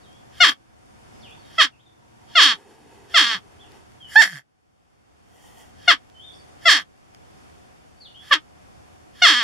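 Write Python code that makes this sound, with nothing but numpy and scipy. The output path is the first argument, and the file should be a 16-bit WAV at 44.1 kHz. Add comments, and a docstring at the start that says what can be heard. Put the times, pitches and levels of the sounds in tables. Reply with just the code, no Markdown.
"""Porcupine crying in a shed

A porcupine cries nine times close by in a small wooden shed. Vocal-fold pulses squeal, break downward and settle
into a buzz that dies away, shaped by a mouth that is wider or narrower from cry to cry. Shaped noise makes a puff
before each cry, one sniff and the rustle of quills. Gliding tones make the birds outside, and narrow noise bands
a far motor. Small dry ticks and steady air lie behind; a gain control ducks on loud peaks and creeps back."""
import sys
import numpy as np
from scipy import signal
from scipy.fft import rfft, irfft, next_fast_len
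from scipy.io import wavfile
from scipy.ndimage import uniform_filter1d, minimum_filter1d, map_coordinates

SR = 44100
rng = np.random.default_rng(int(sys.argv[2]) if len(sys.argv) > 2 else 0)


def waveform_to_disk(signal):
    """Save audio, clipped to [-1, 1], as 16-bit WAV at the path in sys.argv[1]."""
    frames = np.transpose(np.atleast_2d(signal))
    scaled = np.clip(frames, -1, 1) * 32767
    samples = np.round(scaled).astype(np.int16)
    wavfile.write(sys.argv[1], SR, samples)


N = 415863  # length in samples
TOP_HZ = 15800  # nothing sounds above this


def amp(db):
    """Turn decibels into a plain factor."""
    return 10 ** (np.asarray(db) / 20)


def unit(x):
    """Scale to an average (RMS) strength of one."""
    return x / np.sqrt(np.mean(x ** 2) + 1e-20)


def along(points, hz):
    """Read a curve of (f/Hz, value) points, joined on a log frequency axis."""
    f, v = np.transpose(points)
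    return np.interp(np.log(hz + 1), np.log(f + 1), v)


def stretch(rows):
    """Sample numbers from the first time to the last, and a smooth curve for each column after the time."""
    s, *cols = np.transpose(rows)
    i = np.arange(round(s[0] * SR), min(round(s[-1] * SR), N))
    return i, [np.interp(i / SR, s, c) for c in cols]


def wobble(n, rate):
    """A smooth random curve with rate random knots a second."""
    knots = rng.standard_normal(int(n * rate / SR) + 4)
    return map_coordinates(knots, [np.arange(n) * rate / SR])


def filtered(x, response):
    """Change the strength and phase of each frequency by a response curve."""
    n = x.shape[-1]
    m = next_fast_len(n + 8192)
    return irfft(rfft(x, m) * response(np.fft.rfftfreq(m, 1 / SR)), m)[..., :n]


def fade(n, s):
    """A soft start and end of s seconds."""
    to_edge = np.minimum(np.arange(n), np.arange(n)[::-1])
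    return np.clip(to_edge / (s * SR), 0, 1)


def tail(x, t60, gap_s):
    """Dense echoes that fall 60 dB in t60 seconds, different on left and right."""
    t = np.arange(SR // 2) / SR
    h = rng.standard_normal((2, len(t))) * amp(-60 * t / t60) * (t > gap_s)
    return signal.fftconvolve(x[None], h / np.linalg.norm(h[0]), axes=1)[:, :N]


def dips(rows):
    """Anti-resonances: each row (f/Hz, width/Hz, depth/dB) swallows sound around its frequency."""
    def response(f):
        cuts = []
        for c, w, db in rows:
            away = c * c - f * f
            cuts.append((away + 1j * f * w * amp(db)) / (away + 1j * f * w))
        return np.prod(cuts, axis=0)
    return response


# tone of the shed air and distant rumble: f/Hz, relative level/dB per Hz
AIR_TONE = [(12, -42.5), (20, -17), (76, 1.5), (147, -5), (337, -9.5), (421, -11), (674, -11.5),
            (733, -4.5), (818, -12), (3460, -22), (3970, -24), (5380, -23.5), (11100, -30.5),
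            (12400, -33.5), (15000, -66.5)]
# how alike left and right are, negative where they oppose: f/Hz, likeness (-1 to 1)
LEFT_RIGHT_LIKENESS = [(60, -0.02), (130, -0.48), (290, -0.75), (640, -0.64), (1410, -0.5), (3100, -0.21),
                       (6820, 0.05), (15000, -0.03)]
AIR_DB = -55.5  # middle of its slow wander


def shed_air():
    """Steady noise with faint patches, made wide by a sum and a difference of two independent noises."""
    z = signal.stft(rng.standard_normal((2, N)), nperseg=512)[2]
    patches = uniform_filter1d(rng.standard_normal(z.shape[1:]), size=6, axis=0)
    patches = uniform_filter1d(patches, size=14, axis=1)
    pair = signal.istft(z * amp(0.43 * unit(patches)), nperseg=512)[1][:, :N]

    def mid_side(hz):
        turn = np.arccos(np.clip(along(LEFT_RIGHT_LIKENESS, hz), -1, 1)) / 2
        return amp(along(AIR_TONE, hz)) * [np.cos(turn), np.sin(turn)] / np.cos(turn)

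    mid, side = filtered(pair, mid_side)
    scale = amp(AIR_DB + 1.2 * wobble(N, 1.5)) / np.std(mid)
    return scale * np.array([mid + side, mid - side])


# how the far motor comes and goes, before a common lift: t/s, level/dB
MOTOR_LEVEL = [(0.0, -74.5), (0.6, -70.5), (1.1, -65.5), (2.5, -67.5), (3.03, -68.5), (3.6, -77),
               (4.2, -67)]
# bands of the motor hum: f/Hz, width/Hz, relative level/dB
MOTOR_BANDS = [(120, 25, -4.5), (221, 7.7, -4.5), (325, 16, -11.5), (930, 60, -14)]
MOTOR_LIFT_DB = 7.5


def drone():
    """A far motor hums as narrow bands of noise at its orders."""
    i, (db,) = stretch(MOTOR_LEVEL)

    def bands(f):
        return sum(amp(level) / (1 + (2 * (f - hz) / w) ** 2) for hz, w, level in MOTOR_BANDS)

    hum = unit(filtered(rng.standard_normal(len(i)), bands))
    soft_end = fade(len(i) + 9999, 0.0996)[9999:]
    x = np.zeros(N)
    x[i] = amp(db + MOTOR_LIFT_DB) * hum * soft_end
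    return x


# small dry ticks: t/s, peak level/dB, centre f/Hz
TICK_ROWS = [(0.1294, -46.5, 3230), (0.9894, -54, 1638), (1.309, -44, 3280), (2.7598, -44, 2450),
             (2.8942, -45, 3290), (3.7193, -38.5, 2900), (3.9194, -41.5, 1700), (4.6592, -61, 1580),
             (4.7494, -64, 1540), (5.0845, -55, 1580), (6.0996, -36.5, 1970), (7.1477, -28, 1940),
             (7.2199, -45, 2170), (7.3494, -53, 1860), (7.4987, -46, 1590)]


def ticks():
    """Each tick is a burst of noise that dies in milliseconds, rung around its own centre."""
    x = np.zeros((2, N))
    t = np.arange(400) / SR
    for s, db, hz in TICK_ROWS:
        burst = rng.standard_normal((2, 400)) * amp(-60 * t / 0.0068)
        crack = filtered(burst, lambda f: 1j * f * hz / (hz * hz - f * f + 1.4j * f * hz))
        x[:, round(s * SR):][:, :400] += amp(db) * crack / np.abs(crack).max()
    return x


# one list of pitch points per bird note: t/s, f/Hz
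BIRD_NOTES = [
    [(0.0, 4940), (0.062, 3175), (0.118, 3230), (0.176, 3460), (0.2, 3160)],
    [(0.76, 8140), (0.8, 8700), (0.862, 9040), (0.978, 9210), (1.12, 8330), (1.2, 7755)],
    [(1.13, 5394), (1.15, 5010), (1.17, 4943)],
    [(1.2, 6174), (1.228, 3700), (1.25, 3030), (1.28, 2398), (1.314, 3340), (1.355, 3710)],
    [(1.365, 4462), (1.391, 4520), (1.421, 4354), (1.439, 3740), (1.49, 3710)],
    [(1.72, 2870), (1.754, 2432), (1.77, 2120)],
    [(1.79, 2845), (1.807, 3670), (1.822, 4280)],
    [(1.85, 4450), (1.86, 3668), (1.9, 3370)],
    [(3.59, 3040), (3.612, 3576), (3.655, 2650)],
    [(4.0, 3330), (4.052, 2980), (4.114, 2940), (4.13, 3010)],
    [(6.14, 3072), (6.192, 3063), (6.236, 3550), (6.26, 3716), (6.31, 3330)],
    [(6.315, 3450), (6.329, 4430), (6.359, 5710), (6.385, 4610), (6.42, 4510)],
    [(6.22, 8500), (6.368, 8920), (6.472, 9030), (6.6, 8400)],
    [(7.96, 4530), (7.99, 4494)],
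    [(8.0, 4760), (8.048, 3880), (8.078, 2875), (8.09, 2788)],
    [(8.14, 2830), (8.162, 3250), (8.23, 3425), (8.26, 3550)],
]
# strength of each note before carry and swell: level/dB
NOTE_LEVELS = [-59.5, -69, -62.5, -54, -57, -54, -54.5, -56.5, -53.5, -50.5, -48.5, -56.5, -67, -61, -47,
               -52]
# which pitches reach into the shed: f/Hz, level/dB
CARRY = [(2200, -7), (2900, -0.76), (3600, 0.17), (4100, -8.5), (4500, -3), (5600, -10), (9000, -9.5)]
NOTE_EDGE_DB = 6  # softer away from the early peak


def birds():
    """Whistled tones with a rough burr swell and sink, blurred by echoes outdoors."""
    x = np.zeros(N)
    for rows, db in zip(BIRD_NOTES, NOTE_LEVELS):
        i, (hz,) = stretch(rows)
        n = len(i)
        turn = 2 * np.pi * np.cumsum(hz * (1 + .006 * wobble(n, 250))) / SR
        burr_db = 2.5 * wobble(n, 150)
        swell_db = -NOTE_EDGE_DB * np.linspace(-.4, 1.2, n) ** 2 + 3 * wobble(n, 30)
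        level_db = db + along(CARRY, hz) + swell_db + burr_db
        x[i] += amp(level_db) * np.sin(turn) * fade(n, .006)
    return x * amp([[2.5], [1.5]]) + amp(5.5) * tail(x, t60=0.35, gap_s=0.0033)


def shaped_hiss(rows, tone):
    """Noise with a given tone, its level following (t/s, level/dB) points and trembling a little."""
    x = np.zeros(N)
    i, (db,) = stretch(rows)
    hiss = filtered(rng.standard_normal(len(i)), lambda f: amp(along(tone, f)))
    x[i] = amp(db + 1.5 * wobble(len(i), 25)) * unit(hiss) * fade(len(i), 0.018)
    return x


# quills drag on wood: t/s, level/dB
RUSTLE_LEVEL = [(2.5, -38.5), (3.63, -58), (3.764, -49.5), (3.85, -64)]
# tone of the dragging quills: f/Hz, relative level/dB per Hz
QUILL_TONE = [(59, -39.5), (100, -22), (415, 5.5), (631, -15.5), (756, -0.5), (1060, -14.5), (3010, -19),
              (3910, -23.5), (12000, -32), (15600, -61.5), (22000, -120)]


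def rustle():
    """Quills dragging on wood make a noise coloured by what they rub."""
    return shaped_hiss(RUSTLE_LEVEL, QUILL_TONE)


# the sniff swells and fades: t/s, level/dB
SNIFF_LEVEL = [(5.26, -70.5), (5.36, -57.5), (5.612, -53.5), (5.73, -69)]
# tone of air in the nose: f/Hz, relative level/dB per Hz
NOSE_TONE = [(180, -41.5), (300, -10.5), (502, -8.5), (639, -21), (726, 3), (1030, -16), (1730, -25),
             (1880, -5.5), (2310, -28.5), (3140, -7), (3990, -28), (5880, -18), (14000, -25.5)]


def sniff():
    """Air rushing through the nose is noise coloured by its passages."""
    return shaped_hiss(SNIFF_LEVEL, NOSE_TONE)


# resonances of throat and mouth, and near 300 Hz of the shed: f/Hz, width/Hz, level/dB, change when
# narrowed/dB, change when spread/dB
MOUTH_RESONANCES = [(175, 46, -22, 2.5, 0.3), (300, 60, -8.5, -5.5, -2.63), (750, 130, -18.5, 3, -0.5),
                    (1200, 180, -4, -7, -0.83), (1760, 150, 0.7, 0.57, -0.6), (2163, 320, -5, -2.06, -0.3),
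                    (3239, 300, 2.5, -10, 2.3), (4350, 780, -6, -7.5, 3.5), (5613, 1200, -11, -6, 3.5),
                    (6200, 160, -25, -0.1, -0.6), (7300, 170, -18, 1.9, -0.14)]
# side pockets of the nose cancel sound: f/Hz, width/Hz, depth/dB
NOSE_NOTCHES = [(444, 120, -4), (2590, 98, -13), (6130, 250, -9)]


def mouth(narrow, spread):
    """Throat and mouth ring at their resonances and the shed rings near 300 Hz, while pockets of the nose take
    some sound away."""
    def response(f):
        total = 0
        for k, (c, w, db, narrow_db, spread_db) in enumerate(MOUTH_RESONANCES):
            level = amp(db + narrow * narrow_db + spread * spread_db)
            total = total + (-1) ** k * level * 1j * f * w / (c * c - f * f + 1j * f * w)
        return dips(NOSE_NOTCHES)(f) * total / (1 + 1j * f / 9000) ** 2
    return response


def teeth(f):
    """Hiss that slips past the teeth is mostly treble."""
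    return f / (f + 6000) / (1 + (f / 12500) ** 6)


# brightness at start, squeal, break, buzz, release and end, before each cry's own tilt: slope/dB per octave
STAGE_BRIGHTNESS = [-5, -4.5, 0, -0.5, -1.92, -4]
ATTACK_S, ATTACK_BEND = .01, 3.7  # the folds reach full swing, slowly at first
SETTLE_WIDTHS = 4.7  # break widths until the buzz
BUZZ_FADE_DB_PER_S, RELEASE_DB = 40, 24.5  # slow fade of the buzz; loss in the release
SQUEAL_BREATHY, LAST_BREATHY = 0.04, 0.49  # breathy share 0-1 of the squeal; least share at the end
BRIGHT_PER_DB = .22  # a harder swell into the break brightens it (dB per octave for each dB)


def gesture(t, fall, width, release, squeal_db, break_db, buzz_db, break_breathy, buzz_breathy):
    """Effort of the folds: gain, brightness and breathy share through squeal, break, buzz and release."""
    length = t[-1]
    settled = min(fall + SETTLE_WIDTHS * width, length - release)
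    stages = [0, ATTACK_S, fall - width, settled, length - release, length]
    faded_db = buzz_db - BUZZ_FADE_DB_PER_S * (stages[4] - settled)
    db = np.interp(t, stages[1:], [squeal_db, break_db, buzz_db, faded_db, faded_db - RELEASE_DB])
    gain = amp(db) * np.clip(t / ATTACK_S, 0, 1) ** ATTACK_BEND
    around_break = np.exp(-((t - fall) / (1.2 * width)) ** 2)
    bright = np.interp(t, stages, STAGE_BRIGHTNESS)
    bright = bright + BRIGHT_PER_DB * (break_db - squeal_db) * around_break
    last_breathy = max(LAST_BREATHY, buzz_breathy)
    shares = [SQUEAL_BREATHY, break_breathy, buzz_breathy, buzz_breathy, last_breathy]
    return gain, bright, np.clip(np.interp(t, stages[1:], shares), 0, 1)


def fold_pulses(hz, turn, bright, breathy):
    """Vocal folds snapping shut give a row of harmonics, weaker at the top when they close gently."""
    k = np.arange(1, 90)[:, None]
    octaves = np.log2(k * hz / 1800)
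    # gentle closure loses the top fastest
    soft = 0.27 * np.clip(-bright, 0, None) * np.clip(octaves, 0, None) ** 2
    slope = amp(bright * octaves - soft) * (k * hz < TOP_HZ)
    pulses = -(slope * np.cos(k * turn)).sum(0) * np.sqrt(hz / 300)  # equal power per Hz at any pitch
    return pulses * amp(8 * breathy * wobble(len(hz), 200))


def fold_air(turn):
    """Air hisses between the folds once a cycle; its turbulence differs between left and right."""
    a, b = rng.standard_normal((2, len(turn)))
    return 4.9 * np.array([a + b, a - 0.82 * b]) * (1 + np.cos(turn))


BLAST_DB, LEAK_DB = -51.5, -14  # low breath blast re the voice; factor on the hiss past the teeth


def cry(hz, gain, bright, breathy, chest_db, pan_db, mouth_response):
    """Fold pulses and air pass the mouth, joined by hiss at the teeth, a breath blast and a chest hum."""
    n = len(hz)
    turn = 2 * np.pi * np.cumsum(hz * (1 + 0.025 * breathy * wobble(n, 250))) / SR
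    pulses = fold_pulses(hz, turn, bright, breathy)
    air = fold_air(turn)
    voice = filtered((1 - breathy) * pulses + breathy * air, mouth_response)
    voice = voice + amp(LEAK_DB) * filtered(breathy ** 1.6 * air, teeth)
    blast = filtered(rng.standard_normal((2, n)), lambda f: 1 / (1 + (f / 70) ** 4))
    voice = unit(voice) * amp([[pan_db / 2], [-pan_db / 2]]) + amp(BLAST_DB) * unit(blast)
    # the chest hums along once the pitch is low
    chest = amp(chest_db + 5 * breathy * wobble(n, 35)) * np.sin(turn) / (1 + (hz / 185) ** 6)
    return gain * (voice + chest)


PUFF_RISE_DB, PUFF_LEAK_DB = 19, -14.5  # swell of the puff; factor on its hiss past the teeth


def puff(m, db, mouth_response):
    """Breath before the cry is noise through the same mouth, swelling towards the attack."""
    def tone(f):
        return mouth_response(f) * (f / 3000) ** .2 + amp(PUFF_LEAK_DB) * teeth(f)

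    hiss = unit(filtered(rng.standard_normal(m), tone))
    swell_db = db - PUFF_RISE_DB * (1 - np.arange(m) / m)
    soft_start = fade(2 * m, 0.049)[:m]
    return amp(swell_db) * hiss * soft_start


# pitch of each cry from its start to its end, one list per cry: t/s, f/Hz
CRY_PITCH = [
    [(.397, 697.4), (.41, 729), (.43, 695.1), (.445, 589.5), (.46, 427.8), (.475, 331), (.495, 273.5),
     (.535, 156.8)],
    [(1.575, 645.7), (1.59, 669.4), (1.61, 605), (1.625, 472), (1.638, 350.6), (1.65, 278.8), (1.685, 239)],
    [(2.347, 692), (2.36, 712), (2.39, 603), (2.41, 491.3), (2.425, 375.5), (2.45, 299.4), (2.48, 260.4),
     (2.535, 212.7), (2.56, 139.6)],
    [(3.135, 695.5), (3.15, 695.3), (3.17, 614), (3.19, 480), (3.205, 345.3), (3.225, 277.3), (3.25, 234.9),
     (3.285, 234.5), (3.34, 215.1), (3.39, 158)],
    [(4.15, 740.5), (4.165, 866.5), (4.195, 909.1), (4.21, 882), (4.225, 680.6), (4.252, 262.7),
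     (4.275, 192.8), (4.32, 178.2), (4.345, 147.4), (4.42, 120)],
    [(5.872, 697.7), (5.881, 726.7), (5.9, 682.2), (5.912, 597.4), (5.932, 331.8), (5.945, 255.1),
     (5.965, 227)],
    [(6.648, 681.7), (6.67, 684.8), (6.69, 603.3), (6.72, 402), (6.74, 322.2), (6.76, 270.5), (6.785, 223),
     (6.83, 155.4)],
    [(8.304, 587.3), (8.313, 601), (8.33, 534.6), (8.35, 344.5), (8.36, 311.2), (8.375, 305.3),
     (8.39, 240.3)],
    [(9.213, 735), (9.235, 718.2), (9.25, 685.8), (9.265, 599.7), (9.28, 460.6), (9.3, 341.8),
     (9.325, 276.7), (9.35, 241.4), (9.385, 245.7), (9.47, 193.1)],
]
# one row per cry: break after t/s, break width/s, release/s, squeal level/dB, break level/dB, buzz level/dB,
# breathy share of the break (0-1), of the buzz (0-1), chest hum level re the cry/dB at low pitch,
# left over right/dB, added brightness/dB per octave, mouth narrowing, lip spread, puff length/s, puff end level/dB
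CRY_SHAPES = [ (0.064, .011, .04, -6.5, -5, -9, .17, 0.4, -10, 2.5, .1, 0.01, -.2, .115, -45),
              (0.059, 0.011, .025, -13.5, -5, -18.5, .28, .2, -12, -1.4, -0.34, 0.01, 0.041, .175, -47),
              (0.095, 0.014, .035, -10.5, -0.5, -8.5, 0.2, .1, -3, 0.2, -0.47, -0.14, 0.77, .105, -45.5),
              (.056, 0.016, .035, -9, -9, -17.5, .15, 0.2, -2.5, 0.26, 0.23, -0.015, .4, .085, -39.5),
              (.082, 0.012, .04, -7, 9, -18.5, .25, .55, -6, -1.5, -1.16, 1.25, 0.72, .1, -36.5),
              (0.052, .008, .018, -3.5, -6, -27.5, .25, .15, -11.5, 2.5, -1.12, 0.03, .1, .15, -47),
              (0.071, .015, .05, -11.5, -3, -13, .17, 0.2, -10, 0.2, .1, .55, .9, .078, -43.5),
              (0.037, .007, .024, -13.5, -7.5, -26, 0.3, 0, -12, 0.8, -1.26, -.1, -.6, .14, -43.5),
              (0.073, .014, .03, -6, -4, -11.5, .15, 0.1, -1.5, -0.14, .1, 0.1, .3, .11, -44), ]


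def porcupine():
    """Each cry and the puff that leads in share one shape of the mouth."""
    out = np.zeros((2, N + SR))
    for pitch, row in zip(CRY_PITCH, CRY_SHAPES):
        *shape, chest_db, pan_db, tilt, narrow, spread, puff_s, puff_db = row
        s, knots = np.transpose(pitch)
        t = np.arange(round((s[-1] - s[0]) * SR)) / SR
        hz = np.interp(t + s[0], s, knots)
        start = round(s[0] * SR)
        gain, bright, breathy = gesture(t, *shape)
        mouth_response = mouth(narrow, spread)
        voice = cry(hz, gain, bright + tilt, breathy, chest_db, pan_db, mouth_response)
        out[:, start:start + len(t)] += voice
        m = round(puff_s * SR)
        puff_end = start + round(ATTACK_S * SR)  # the puff runs on under the attack
        out[:, puff_end - m:puff_end] += puff(m, puff_db, mouth_response)
    return out[:, :N]


# echoes from the shed walls: delay/ms, left level/dB, right level/dB
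WALL_ECHOES = [(1.1, -12.5, -16.5), (1.9, -22.5, -12), (3.1, -16, -23), (4.3, -22.5, -15.5),
               (5.9, -19, -22.5), (7.7, -23, -15)]


def scene():
    """The animal sounds with their shed echoes, over birds, ticks, motor and air."""
    animal = porcupine() + sniff() + rustle()
    near = animal.mean(0)
    walls = 0
    for ms, left_db, right_db in WALL_ECHOES:
        late = np.pad(near, (round(ms * SR / 1000), 0))[:N]
        walls = walls + amp([[left_db], [right_db]]) * late
    # quills and boards close by scatter the treble
    scatter = filtered(tail(near, t60=.025, gap_s=.0003), lambda f: 1j * f / (5000 + 1j * f))
    shed = amp(1.0) * scatter + amp(-10) * tail(near, t60=0.084, gap_s=0.0077)
    return amp(-1.0) * animal + walls + shed + birds() + ticks() + drone() + shed_air()


# dips of the microphone housing: f/Hz, width/Hz, depth/dB
HOUSING_DIPS = [(3990, 240, -12.5), (8100, 230, -9)]
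DUCK_ABOVE_DB, CLIMB_DB_PER_S = .6, 16  # peak level that ducks the gain; gain won back per second


def record(dry):
    """Housing dips and a falling top; gain drops on loud peaks, holds, climbs back; soft clip; band limit."""
    dry = filtered(dry, lambda f: dips(HOUSING_DIPS)(f) / (1 + (f / 14500) ** 8))
    t = np.arange(N) / SR
    over_db = 20 * np.log10(np.abs(dry).max(0) + 1e-9) - DUCK_ABOVE_DB
    held_db = -minimum_filter1d(-over_db, size=9001, origin=4400)  # hold each peak about 0.2 s
    climb = CLIMB_DB_PER_S * t
    cut_db = np.clip(np.maximum.accumulate(held_db + climb) - climb, 0, None)
    x = dry * amp(-uniform_filter1d(cut_db, size=401))
    x = x / (1 + np.abs(x) ** 12) ** (1 / 12)
    return filtered(x, lambda hz: hz < TOP_HZ)


dry = scene()
out = record(dry)
waveform_to_disk(out)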